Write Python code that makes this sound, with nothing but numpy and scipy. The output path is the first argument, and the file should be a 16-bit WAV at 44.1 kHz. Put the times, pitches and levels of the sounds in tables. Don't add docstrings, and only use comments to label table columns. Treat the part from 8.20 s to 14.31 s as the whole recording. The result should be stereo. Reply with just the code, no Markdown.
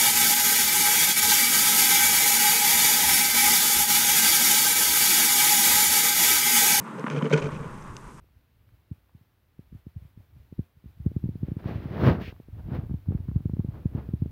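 import sys
import numpy as np
from scipy import signal
from scipy.fft import rfft, irfft, next_fast_len
from scipy.io import wavfile

SR = 44100
rng = np.random.default_rng(int(sys.argv[2]) if len(sys.argv) > 2 else 0)


def bounce(signal):
    frames = np.transpose(np.atleast_2d(signal))
    limited = np.clip(frames, -1, 1)
    pcm = np.round(limited * 32767).astype(np.int16)
    wavfile.write(sys.argv[1], SR, pcm)


N = 269451
TIME = np.arange(N) / SR

# centre in seconds, relative strength in dB, passing time in ms,
# port (0 left, 1 right).
EDDIES = [(0.7148,-14,2.3,0),(0.95,-28,2.4,0),(1.012,-38,2,1),(1.393,-21.5,1.4,0),(1.527,-24,1.86,0),
          (1.55,-26.5,2.34,0),(1.668,-19.5,1.7,0),(1.7647,-15.5,3.67,1),(1.822,-28.5,3.5,0),(1.852,-28.5,3.4,0),(1.9759,-26.5,1.95,0),
          (2.166,-27,3.7,0),(2.326,-20,1.42,0),(2.393,-6.5,1.77,0),(2.57,-34,3.7,0),(2.642,-30,1.5,0),(2.659,-24,2.14,0),
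          (2.802,-17,3.4,1),(2.8639,-2,2,0),(2.917,-20.5,1.3,0),(2.965,-5,2.06,0),
          (3.041,-6,2.08,0),(3.057,-11,2.2,0),(3.091,-9.5,1.78,0),(3.156,-15.5,1.7,0),
          (3.232,-5.5,2.13,0),(3.285,-13,1.41,0),(3.3186,-9,1.95,0),(3.368,-11.5,1.9,0),
          (3.458,-7,2.1,0),(3.513,-15,1.9,0),(3.5571,-8,2.7,0),(3.583,-20,1.5,0),
          (3.657,-11,2.04,0),(3.71,-18.5,1.55,0),(3.766,-14.5,1.6,0),
          (3.835,0.5,2.3,1),(3.856,-10,1,1),(3.8734,2,2.1,1),(3.895,-4.5,2.6,1),(3.907,-3,2.9,1),(3.95,-9,1.63,1),
          (3.985,-15.5,2.3,0),(4.015,-24,1.3,0),(4.079,-21,1.12,0),(4.126,-27.5,0.71,0),
          (4.201,-24,1.05,0),(4.286,-26,1.17,0),(4.457,-19,3.4,0),(4.487,-17,1.8,0),
          (4.519,-9,2.33,0),(4.534,-14.5,1.7,1),(4.563,-20,1.2,1),(4.588,-9,2.3,0),
          (4.637,-18,1.66,0),(4.697,-17,1.9,0),(4.712,-10.5,2.2,1),(4.7415,-10.5,2.15,0),
          (4.887,-4,2.74,0),(4.887,-13.5,4.9,1),(4.908,-11,1.74,0),(4.923,-14,1.2,1),(4.95,-6,2.3,0),
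          (4.979,-9.5,7.2,1),(5.003,-19.5,2.1,0),(5.087,-9,2.25,0),(5.116,-16.5,1.86,0),(5.1605,-3,2.46,0),
          (5.162,-12,3.4,1),(5.206,-18.5,1.95,0),(5.257,-5,2.05,0),(5.297,-13,1.68,0),(5.336,-7,2.2,0),
          (5.369,-19,1.33,0),(5.395,-3.5,2.15,0),(5.4471,-10,1.67,0),(5.487,-9,2.9,0),
          (5.657,-2.5,2.1,0),(5.751,-8,2,0),(5.7586,-13.5,1.95,1),(5.777,-13,2.4,0),
          (5.89,-14.5,1.58,0),(5.938,-4.5,2,0),(6.022,-4,2.25,0),(6.06,-13,1.52,0)]
# peak in seconds, relative level in dB, half length in seconds.
PUFFS = [(0.031,-45,0.014),(0.178,-49,0.039),(0.403,-54,0.067),(0.533,-47.5,0.062),(1.477,-52,0.015),(1.549,-36.5,0.03),
         (1.839,-45.5,0.039),(1.995,-42.5,0.034),(2.189,-44,0.087),(2.68,-36,0.022),(3.24,-33.5,0.023),(4.092,-34,.025),(4.344,-38,0.033),(4.77,-38,.015),(5.78,-36,0.035)]
# time in seconds, relative level in dB.
LEFT_CHURN = [(0,-57),(.65,-64),(.85,-57.5),(1.25,-67.5),(1.5,-58),(2.55,-65),(3.0,-40),(3.95,-41),(4.2,-49.5),(4.42,-47),(4.5,-34),(4.82,-47),
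              (4.98,-45),(5.55,-43),(6.1,-42.5)]
RIGHT_CHURN = [(0,-67.5),(1.3,-65),(1.6,-63.5),(2.62,-65.5),(2.88,-35),(2.98,-57),(3.08,-37),(3.18,-44.5),(3.6,-39),
               (4.08,-37),(4.25,-55.5),(4.36,-35),(4.75,-33),(4.83,-50),(4.9,-29.5),(5.25,-38.5),(6.1,-37)]
# peak in seconds, relative roar level in dB, rise in seconds,
# fall in seconds, relative hiss level in dB.
GUSTS = [(3.28,-57,0.038,.05,-62.5),(3.399,-50,0.016,0.019,-59),(3.49,-38,0.036,0.076,-48.5),(3.56,-53,0.027,0.035,-57),(3.64,-48,0.049,0.028,-56),
         (3.749,-43,0.092,0.042,-53.5),(3.882,-20.5,0.058,0.037,-34.5),(3.955,-39.5,.015,0.017,-58),(4.01,-37.5,0.036,0.044,-59),(4.4,-52.5,0.037,0.011,-70),
         (4.555,-38.5,0.045,0.036,-52.5),(4.64,-54.5,0.01,0.023,-70),(4.71,-57,.012,0.018,-76),(4.93,-56,0.039,0.051,-70),(5.164,-57.5,0.014,0.017,-73),(5.56,-49.5,0.041,0.056,-65.5),(5.665,-59.5,.02,.03,-74.5),(5.787,-43.5,0.039,0.038,-59.5),(5.85,-58,0.026,0.062,-76)]
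# start in seconds, relative level in dB, pitch in Hz, port (0 left, 1 right).
TICKS = [(.042,-46,390,0),(.088,-50,800,0),(.491,-45,1380,0),(.894,-44,930,0),(3.443,-35,1000,1),
         (4.02,-39,13500,1),(4.124,-40,1100,0),(4.164,-43,1100,1),(4.552,-41.5,13600,1),(4.639,-44,1300,1),
         (4.695,-42,990,0),(4.859,-45,790,1),(4.92,-36,990,1),(4.977,-43,1300,0),(5.083,-41,970,0),(5.093,-40.5,1370,0),
         (5.114,-40.5,990,0),(5.204,-46,920,0),(5.296,-37,766,0),(5.368,-41,850,0),(5.403,-35.5,740,1),(6.058,-44.5,990,0)]
# corner in Hz, quality factor (no unit).
BASS_CUT = [(75.5,2.04),(119.4,0.94)]
# frequency in Hz, relative level in dB per Hz.
CHURN_COLOUR = [(20,-50.5),(30,-26.5),(42,-6),(66,3.5),(100,0),(140,-7.5),(200,-22),(300,-21.5),(500,-39),(900,-41.5),(3000,-100)]
GUST_COLOUR = [(20,-52.5),(42,-25),(65,2.5),(100,6.5),(170,3.5),(230,-2),(320,-6),(550,-30),(1000,-50),(3000,-100)]
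RUSH_COLOUR = [(30,-42),(170,-8.5),(300,3),(420,3),(600,-2),(1000,-8.5),(1600,-14),(2400,-29.5),(5000,-47.5),(8000,-79)]
FIZZ_COLOUR = [(300,-42),(1200,0),(1800,6),(2400,4),(3300,-1.5),(4700,-8.5),(6000,-18),(8000,-34.5),(10000,-26.5),(14000,-20),(16000,-18)]
JET_COLOUR = [(300,-40),(1400,1),(2400,7.5),(3400,0.5),(5000,-6.5),(6200,-16),(8000,-34),(11000,-23),(16000,-13)]
HISS_COLOUR = [(20,-29),(45,-12),(100,0),(250,7.5),(500,5),(1000,2.5),(2200,-.5),(4000,-6),(7000,-15.5),(8700,-16.5),(11000,-10.5),(14500,-5.5),(16000,-8)]

SIGN_FLIP_S = 4.35
WAKE_DB, WAKE_S = -28.5, 0.014
GUST_SHAPE = 1.076
GUST_CHURN_DB = 9
JET_START_S, JET_RISE_S, JET_HOLD_S, JET_FALL_S = 3.995, 0.022, 0.067, 0.047
JET_HZ, JET_ARCH_HZ, JET_WIDTH_HZ = 1320, 970, 1300
EDGE_HZ = 15850


def gain_of(db):
    return 10 ** (np.asarray(db) / 20)


def evened(x):
    return x / np.sqrt(np.mean(x ** 2) + 1e-20)


def level(curve):
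    seconds, db = np.transpose(curve)
    return gain_of(np.interp(TIME, seconds, db))


def swell(peak_s, rise_s, fall_s, shape):
    t = TIME - peak_s
    distance = abs(t / np.where(t < 0, rise_s, fall_s))
    return np.exp(-np.minimum(distance ** shape, 40))


def add(mix, start_s, sound):
    start = max(round(start_s * SR), 0)
    part = mix[start:][:len(sound)]
    part += sound[:len(part)]


def coloured(x, colour):
    hz, db = np.transpose(colour)
    size = next_fast_len(N)
    log_bins = np.log(np.fft.rfftfreq(size, 1 / SR) + 1)
    gain = gain_of(np.interp(log_bins, np.log(hz), db))
    return evened(irfft(rfft(x, size) * gain, size)[:N])


def smoothed(x, seconds):
    bell = np.hanning(max(int(seconds * SR), 5))
    return signal.oaconvolve(x, bell / bell.sum(), "same")


def resonate(x, hz, width_hz):
    turn = np.exp(2j * np.pi * np.cumsum(hz) / SR)
    r = np.exp(-np.pi * width_hz / SR)
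    filtered = signal.lfilter([1], [1, -2 * r, r * r], x / turn)
    return (turn * filtered).real


def turbulence(colour, lumpy_db, lump_s, steady_s):
    wander = evened(smoothed(rng.standard_normal(N), lump_s))
    lumps = gain_of(lumpy_db * np.clip(wander, -2.5, 2.5))
    x = coloured(rng.standard_normal(N) * lumps, colour)
    return x / np.sqrt(smoothed(x ** 2, steady_s) + 1e-9)


def hiss(level_db=-64.0):
    return gain_of(level_db) * np.array([coloured(rng.standard_normal(N), HISS_COLOUR) for port in range(2)])


def churn(strength, fast, trim_db):
    rumble = turbulence(CHURN_COLOUR, lumpy_db=5.5, lump_s=0.017, steady_s=0.075)
    gust = turbulence(GUST_COLOUR, lumpy_db=1.5, lump_s=0.01, steady_s=0.06)
    blend = np.sqrt(1 - fast) * rumble + np.sqrt(fast) * gust
    return gain_of(trim_db) * strength * blend


def buffeting(roar, left_fast=0.033, wake_fast=0.3, slow_db=-62, fast_db=-44):
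    left_wake, right_wake = wakes()
    gust_churn = gain_of(GUST_CHURN_DB) * roar
    left = np.linalg.norm([level(LEFT_CHURN), left_wake, puffs()], axis=0)
    right = np.linalg.norm([level(RIGHT_CHURN), right_wake, gust_churn], axis=0)
    left_share = np.clip(left_fast + wake_fast * (left_wake / left) ** 2, 0, 1)
    right_share = np.interp(20 * np.log10(roar), [slow_db, fast_db], [0, 1])
    return np.array([churn(left, left_share, trim_db=-0.45), churn(right, right_share, trim_db=0.76)])


def puffs():
    return sum(gain_of(db) * swell(peak_s, half_s, half_s, 1.8) for peak_s, db, half_s in PUFFS)


def ticks(ring_cycles=0.35, shortest_s=0.0001, trim_db=0.5):
    out = np.zeros((2, N))
    t = np.arange(SR // 100) / SR
    for start_s, db, hz, port in TICKS:
        age = t / max(ring_cycles / hz, shortest_s)
        envelope = age * np.exp(1 - age)
        add(out[round(port)], start_s, gain_of(db + trim_db) * np.sin(2 * np.pi * hz * t) * envelope)
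    return out


def eddy_swing(u):
    return u / (1 + u * u) ** 2


def eddies(trim_db=3.5, core_db=-35, core_size=0.18, core_lead=0.66):
    out = np.zeros((2, N))
    t = np.arange(-SR // 20, SR // 20) / SR
    for centre_s, db, passing_ms, port in EDDIES:
        u = t * 1000 / passing_ms
        core = gain_of(core_db) * eddy_swing((u + core_lead) / core_size)
        sign = np.sign(SIGN_FLIP_S - centre_s)
        add(out[round(port)], centre_s + t[0], sign * gain_of(db + trim_db) * (eddy_swing(u) + core))
    return bass_cut(out)


def bass_cut(x):
    for hz, quality in BASS_CUT:
        w = 2 * np.pi * hz
        b, a = signal.bilinear([1, 0, 0], [1, w / quality, w * w], SR)
        x = signal.lfilter(b, a, x)
    return x


def wakes(lead_s=0.015, across_db=-9):
    out = np.zeros((2, N))
    t = np.arange(SR // 3) / SR
    envelope = t / WAKE_S * np.exp(1 - t / WAKE_S)
    for centre_s, db, _, port in EDDIES:
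        add(out[round(port)], centre_s - lead_s, gain_of(db + WAKE_DB) * envelope)
    return out + gain_of(across_db) * out[::-1]


def gusts():
    power = np.zeros((2, N))
    for peak_s, roar_db, rise_s, fall_s, hiss_db in GUSTS:
        strength = gain_of([[roar_db], [hiss_db]]) * swell(peak_s, rise_s, fall_s, GUST_SHAPE)
        power += strength ** 2
    return np.sqrt(power)


def gust_rush(roar, spray, rush_db=5.0, fizz_db=3.5, left_db=-44, left_growth=0.35):
    rush = turbulence(RUSH_COLOUR, lumpy_db=3.0, lump_s=0.0054, steady_s=0.023)
    fizz = turbulence(FIZZ_COLOUR, lumpy_db=1.4, lump_s=0.0022, steady_s=0.38)
    edge = turbulence(RUSH_COLOUR, lumpy_db=1.5, lump_s=0.0025, steady_s=0.05)
    left = gain_of(left_db) * roar ** left_growth * edge
    right = gain_of(rush_db) * roar * rush + gain_of(fizz_db) * spray * fizz
    return np.array([left, right])


def grit(roar, per_s=130, passing_ms=0.41, level_db=8, spread_db=3.5):
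    sizes = gain_of(spread_db * np.minimum(rng.exponential(1, N), 3))
    signs = np.sign(rng.standard_normal(N))
    train = sizes * signs * (rng.random(N) < per_s / SR)
    u = np.arange(-200, 201) / SR * 1000 / passing_ms
    crackle = signal.oaconvolve(train, eddy_swing(u), "same")
    return np.array([np.zeros(N), gain_of(level_db) * roar * crackle])


def jet_opening():
    corners = JET_START_S + np.cumsum([0, JET_RISE_S, JET_HOLD_S, JET_FALL_S])
    opening = np.interp(TIME, corners, [0, 1, 1, 0])
    run = np.interp(TIME, [corners[0], corners[-1]], [0, 1])
    return opening, run


def jet(fizz_db=-45, ring_db=-47, body_db=-47, body_hz=380, body_width_hz=260):
    opening, run = jet_opening()
    arch_hz = JET_HZ + JET_ARCH_HZ * np.sin(np.pi * run)
    ring = evened(resonate(rng.standard_normal(N), arch_hz, JET_WIDTH_HZ))
    body = evened(resonate(rng.standard_normal(N), np.full(N, body_hz), body_width_hz))
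    fizz = coloured(rng.standard_normal(N), JET_COLOUR)
    air = gain_of(fizz_db) * fizz + gain_of(ring_db) * ring + gain_of(body_db) * body
    return np.array([np.zeros(N), opening * air])


def scene(smooth_db=-9):
    roar, spray = gusts()
    _, run = jet_opening()
    roar = roar * gain_of(smooth_db * np.sin(np.pi * run) ** 2)
    return hiss() + buffeting(roar) + ticks() + eddies() + gust_rush(roar, spray) + grit(roar) + jet()


def suppressor(x, quiet_db=-62, loud_db=-42, depth_db=-7, sense_s=0.039, follow_s=0.036, above_hz=250):
    power = smoothed((x ** 2).mean(0), sense_s)
    power_db = 10 * np.log10(abs(power) + 1e-12)
    target = np.interp(power_db, [quiet_db, loud_db], [0, 1])
    r = np.exp(-1 / (follow_s * SR))
    opened = signal.lfilter([1 - r], [1, -r], target)
    bass = signal.sosfiltfilt(signal.butter(2, above_hz, fs=SR, output="sos"), x)
    return bass + gain_of(depth_db * (1 - opened)) * (x - bass)


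def record(dry, ceiling=1.0):
    x = suppressor(dry)
    rounded = x / (1 + (x / ceiling) ** 4) ** (1 / 4)
    lowpass = signal.firwin(511, EDGE_HZ, window=("kaiser", 9), fs=SR)
    return signal.oaconvolve(rounded, lowpass[None], "same")


dry = scene()
out = record(dry)
bounce(out)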